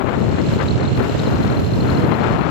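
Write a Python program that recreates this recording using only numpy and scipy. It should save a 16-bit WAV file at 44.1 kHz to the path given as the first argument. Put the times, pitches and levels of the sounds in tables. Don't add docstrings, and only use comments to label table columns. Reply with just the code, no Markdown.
import sys
import numpy as np
from scipy import signal
from scipy.fft import rfft, irfft
from scipy.io import wavfile
from scipy.ndimage import uniform_filter1d

SR = 44100
rng = np.random.default_rng(int(sys.argv[2]) if len(sys.argv) > 2 else 0)


def output_pcm(signal):
    pcm = np.clip(np.atleast_2d(signal).T, -1, 1) * 32767
    wavfile.write(sys.argv[1], SR, np.round(pcm).astype(np.int16))


N = 110250
TIME = np.arange(N) / SR
FREQS = np.fft.rfftfreq(N, 1 / SR)


# start_s, left_db, right_db
HISS_LEVEL = [(0, -48.5, -44.5), (.2, -41.5, -37.5), (.42, -38.5, -35), (.51, -34.5, -31),
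              (.61, -37, -37.5), (.69, -36.5, -35), (.8, -38.5, -37), (1.0, -37.5, -37),
              (1.19, -33.5, -34.5), (1.35, -37.5, -36.5), (1.68, -37.5, -38), (1.97, -36.5, -36.5),
              (2.09, -41.5, -41.5), (2.33, -38, -39.5), (2.41, -43, -44), (2.5, -39, -44)]
# freq_hz, left_db, right_db
HISS_COLOUR = [(150, -8, -8), (500, 3, 4), (1300, 2, 1), (1750, -3, -4), (2300, -2, -1), (2850, -2, -2.5),
               (3300, -3, -8), (3800, -2, -7), (4350, -6, -11), (4750, -6, -23), (5500, -9, -17),
               (6400, -13, -15), (7400, -12, -11), (8000, -19, -19), (8600, -27, -29), (10000, -38, -50)]
# start_s, level_db
TOP_TREBLE_LEVEL = [(0, -55.5), (.48, -57.5), (.53, -48.5), (.59, -55), (.64, -52), (.8, -63), (.93, -57),
                    (.98, -49.5), (1.17, -53.5), (1.22, -51), (2.0, -49.5), (2.33, -54.5), (2.5, -59)]
# freq_hz, level_db
TOP_TREBLE_COLOUR = [(4000, -24), (8500, -12), (10000, 2), (12500, -2), (15000, 2)]
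HISS_DB, HISS_FLUTTER_DB = 0.5, 2.05

# start_s, cycles_per_s
ENGINE_RATE = [(0, 40.1), (.35, 40.4), (1.07, 41.5), (1.35, 42.3), (1.75, 42.5), (2.05, 41.6), (2.5, 40.6)]
# multiple_of_cycle_rate, left_db, right_db
ENGINE_ORDERS = [(2, -32, -37), (3, -43, -37), (9, -38, -37.5), (10, -43, -37.5)]
# freq_hz, width_hz, cycles_after_chirp, left_db, right_db
CLATTER = [(944, 41, -0.65, -46, -45.5), (1476, 140, -0.064, -49, -42.5), (2864, 170, -0.14, -45, -43),
           (5650, 880, 0.011, -53.5, -56)]
CLATTER_S = 0.0026

# start_s, level_db
CHIRP_LEVEL = [(0, -53), (.25, -42), (.5, -37.5), (.62, -41), (.9, -38), (1.1, -39.5), (1.6, -38.5),
               (1.8, -36.5), (2.0, -36.5), (2.12, -42), (2.33, -40.5), (2.5, -45)]
# start_s (their peak), level_db, pitch_hz, width_hz
LOUD_CHIRPS = [(.686, -29, 4100, 260), (0.711, -30.5, 4170, 150), (.856, -33, 3900, 220),
               (1.195, -31.5, 3830, 240), (1.274, -33.5, 3880, 180)]
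# start_s, cycles_per_swell
ACCENT_PERIOD = [(0, 3), (.7, 3), (.85, 2.4), (1.0, 3.39), (1.45, 3.39), (1.6, 3.15), (2.0, 3.3),
                 (2.1, 3.75)]
CHIRP_HZ, CHIRP_WIDTH_HZ, CHIRP_S, CHIRP_SPREAD_DB = 4175, 87, 0.0034, 2.24
RING_SHARED, CHIRP_RIGHT_DB = .75, -4
FIRST_CHIRP_TURN, FIRST_ACCENT_TURN = .76, .25
ACCENT_DB, ACCENT_TOP = 5.5, .5

# start_s (their peak), level_db, length_s
SLAPS = [(0.757, -23, 0.0032), (0.882, -22, 0.0059), (0.917, -14, 0.0033), (1.152, -10, 0.0042),
         (1.6, -17, .003), (1.645, -24, 0.0039), (1.775, -24, 0.0016), (1.992, -17, 0.0088),
         (2.03, -19, 0.0065), (2.066, -18, 0.0065)]
# freq_hz, level_db
SLAP_COLOUR = [(40, -22), (120, 10), (500, 9.5), (900, -15), (1600, -16), (3000, -19), (6000, -51)]
# start_s (their peak), level_db, length_s
THUMPS = [(.147, -15, 0.0036), (.215, -15, 0.0087), (.408, -15, 0.011), (.491, -19, 0.0033),
          (.53, -14, .007), (.570, -15.5, 0.0059), (.612, -19, 0.0049), (1.1, -15.5, 0.0083),
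          (1.21, -16.5, 0.012), (1.49, -18.5, .008), (1.59, -21, 0.0035), (1.735, -23, 0.0062),
          (1.78, -20, 0.0032)]

# start_s, buffet_db, rasp_db
LEFT_WIND = [(0, -14, -32), (.05, -17.5, -23), (.14, -16.5, -22), (.25, -13.5, -28.5), (.31, -14, -25.5),
             (.41, -17.5, -25.5), (.45, -16, -35), (.53, -17.5, -24.5), (.6, -17, -44.5), (.66, -19, -27),
             (.75, -22, -37), (.81, -18, -21), (.9, -22, -31), (.93, -24, -37), (1.01, -13, -22.5),
             (1.17, -24, -28.5), (1.28, -15.5, -24), (1.38, -15.5, -23.5), (1.57, -18, -23),
             (1.66, -20.5, -32), (1.81, -15.5, -30), (1.87, -15, -21.5), (1.97, -15.5, -23),
             (2.12, -12, -19), (2.18, -16.5, -19), (2.26, -14.5, -19), (2.5, -16, -18)]
# start_s, buffet_db
RIGHT_WIND = [(0, -35), (.21, -21), (.45, -22.5), (.49, -16.5), (.61, -20.5), (.73, -13), (.81, -17.5),
              (.97, -14.5), (1.09, -25), (1.16, -17), (1.22, -21), (1.27, -16.5), (2.01, -16),
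              (2.17, -22.5), (2.33, -16.5), (2.5, -30.5)]
# freq_hz, level_db
LEFT_BUFFET = [(20, -36), (32, -54), (55, -6.5), (85, -1.5), (130, 2), (250, -2), (400, -6), (550, -12),
               (900, -22), (2000, -80)]
# freq_hz, level_db
RIGHT_BUFFET = [(20, -25), (30, -38), (55, -15.5), (85, 5), (125, 5), (230, -2), (420, -11.5), (700, -17.5),
                (1200, -28.5), (2000, -38), (4500, -63)]
# freq_hz, level_db
RASP_COLOUR = [(100, 4.5), (300, 1), (600, 2.5), (900, 1), (1350, -1), (1900, -7.5), (2600, -14),
               (3500, -21.5), (5000, -38), (8000, -75)]
# start_s (their peak), level_db, length_s
GUSTS = [(0.002, -38, .008), (0.015, -20, 0.0093), (0.074, -25.5, 0.0082), (0.09, -21, 0.0072),
         (0.127, -24, 0.0068), (0.142, -26, 0.006), (0.386, -22, 0.0026), (0.611, -16.5, 0.017),
         (0.996, -26, 0.017), (1.048, -23, 0.0083), (1.894, -26, 0.0035), (2.123, -19, 0.0046),
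         (2.255, -26, 0.027)]
EDDY_HZ, LEFT_EDDY_DB, RIGHT_EDDY_DB = 44.3, 2.5, 1.5
BUFFET_STEADY_S = .07
FLUTTER_HZ, FLUTTER_DB, RASP_LINK_DB = 143, 1, 3.5
TORN_DB = -27
ROAR_SMOOTHING = .015
RUMBLE_HZ, RUMBLE_LOSS = 144, 0.82
CRACKLE_HZ, CRACKLE_GAIN = 2650, 0.083

LOW_CUT_HZ, HIGH_CUT_HZ = 36, 15600


def amp(db):
    return 10 ** (np.asarray(db) / 20)


def unit(x):
    return x / np.sqrt(np.mean(x ** 2) + 1e-20)


def curve(table, order=1):
    rows = np.array(table)
    return np.interp(TIME, rows[:, 0], rows[:, order])


def colour(table, order=1):
    rows = np.array(table)
    db = np.interp(np.log(FREQS + 1), np.log(rows[:, 0]), rows[:, order])
    return amp(db) / np.maximum(FREQS / rows[-1, 0], 1) ** 2


def filtered(x, gains):
    return irfft(rfft(x) * gains, N)


def noise(gains, swell_db=0):
    return unit(filtered(rng.standard_normal(N) * amp(swell_db), gains))


def below(hz):
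    return 1 / (1 + (FREQS / hz) ** 4)


def wander(hz):
    return noise(below(hz))


def bump(at, length):
    return np.exp(-.5 * ((TIME - at) / length) ** 2)


def bumps(events):
    return sum(amp(level_db) * bump(at, length) for at, level_db, length in events)


def steadied(x, seconds):
    window = max(int(seconds * SR), 1)
    power = abs(uniform_filter1d(x ** 2, window))
    return x / np.sqrt(power + 1e-9)


def each_cycle(turns, seconds):
    offset_s = (turns - np.round(turns)) / curve(ENGINE_RATE)
    return np.exp(-.5 * (offset_s / seconds) ** 2)


def ring(hz, width_hz, right_db):
    band = 1 / np.sqrt(1 + ((FREQS - hz) / width_hz) ** 6)
    left = noise(band)
    right = RING_SHARED * left + np.sqrt(1 - RING_SHARED ** 2) * noise(band)
    return np.array([steadied(left, seconds=.003), amp(right_db) * steadied(right, seconds=.003)])


def hiss():
    gains = [colour(HISS_COLOUR, order) for order in (1, 2)]
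    ports = []
    for order, port_gains in enumerate(gains, start=1):
        balance = np.linalg.norm(port_gains) / np.linalg.norm(gains[1])
        flutter = amp(HISS_FLUTTER_DB * wander(FLUTTER_HZ))
        level = amp(curve(HISS_LEVEL, order) + HISS_DB)
        ports.append(noise(port_gains) * balance * flutter * level)
    treble_flutter = amp(2.0 * wander(FLUTTER_HZ) + 0.71 * wander(9))
    top_treble = unit(noise(colour(TOP_TREBLE_COLOUR)) * treble_flutter) * amp(curve(TOP_TREBLE_LEVEL))
    return np.array([ports[0] + top_treble, ports[1]])


def engine(turns):
    drift = rng.random((2, 1)) + 0.25 * wander(30)
    out = np.zeros((2, N))
    for multiple, left_db, right_db in ENGINE_ORDERS:
        tone = np.sqrt(2) * np.cos(2 * np.pi * (multiple * turns + drift))
        out += amp([[left_db], [right_db]]) * tone * amp(2 * wander(36))
    for hz, width_hz, lag, left_db, right_db in CLATTER:
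        ticks = each_cycle(turns - lag, CLATTER_S)
        out += amp(left_db) * ticks * ring(hz, width_hz, right_db - left_db)
    return out * unit(amp(curve(HISS_LEVEL)))


def chirps(turns):
    cycle = np.round(turns).astype(int) + 1
    accent_turns = np.cumsum(curve(ENGINE_RATE) / curve(ACCENT_PERIOD)) / SR - FIRST_ACCENT_TURN
    accent = np.minimum(np.cos(2 * np.pi * accent_turns), ACCENT_TOP)
    chance = rng.standard_normal(cycle.max() + 1)[cycle]
    level_db = curve(CHIRP_LEVEL) + ACCENT_DB * accent + CHIRP_SPREAD_DB * chance
    out = amp(level_db) * each_cycle(turns, CHIRP_S) * ring(CHIRP_HZ, CHIRP_WIDTH_HZ, CHIRP_RIGHT_DB)
    for at, loud_db, hz, width_hz in LOUD_CHIRPS:
        out += amp(loud_db) * bump(at, CHIRP_S) * ring(hz, width_hz, CHIRP_RIGHT_DB)
    return out


def slaps():
    left = bumps(THUMPS) * steadied(noise(colour(LEFT_BUFFET)), seconds=0.011)
    right = bumps(SLAPS) * steadied(noise(colour(SLAP_COLOUR)), seconds=0.011)
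    return np.array([left, right])


def buffeting(spectrum, eddy_db):
    return steadied(noise(colour(spectrum), eddy_db * wander(EDDY_HZ)), BUFFET_STEADY_S)


def torn_rasp(pressure, torn_db):
    flutter_db = FLUTTER_DB * wander(FLUTTER_HZ) + RASP_LINK_DB * pressure
    flutter_db = flutter_db * np.maximum(1 - ROAR_SMOOTHING * torn_db, 0)
    rasp = steadied(noise(colour(RASP_COLOUR), flutter_db), seconds=0.031)
    crackle = filtered(rasp, 1 / (1 + (CRACKLE_HZ / (FREQS + 1)) ** 4))
    return rasp + crackle * (amp(CRACKLE_GAIN * torn_db) - 1)


def wind():
    rasp_level = amp(curve(LEFT_WIND, order=2)) + bumps(GUSTS)
    torn_db = np.maximum(20 * np.log10(rasp_level) - TORN_DB, 0)
    left = buffeting(LEFT_BUFFET, LEFT_EDDY_DB)
    rumble = filtered(left, below(RUMBLE_HZ))
    left = left - rumble * (1 - amp(-RUMBLE_LOSS * torn_db))
    right = buffeting(RIGHT_BUFFET, RIGHT_EDDY_DB)
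    rasp = torn_rasp(left, torn_db) * rasp_level
    return np.array([left * amp(curve(LEFT_WIND)) + rasp, right * amp(curve(RIGHT_WIND))])


def scene():
    turns = np.cumsum(curve(ENGINE_RATE)) / SR - FIRST_CHIRP_TURN
    return hiss() + engine(turns) + chirps(turns) + slaps() + wind()


def record(dry):
    ceiling = .68
    low_cut = signal.butter(3, LOW_CUT_HZ, "high", fs=SR, output="sos")
    dry = signal.sosfilt(low_cut, dry)
    rounded = dry / (1 + (dry / ceiling) ** 8) ** (1 / 8)
    high_cut = signal.firwin(511, HIGH_CUT_HZ, window=("kaiser", 9), fs=SR)
    return signal.oaconvolve(rounded, high_cut[None], "same")


dry = scene()
out = record(dry)
output_pcm(out)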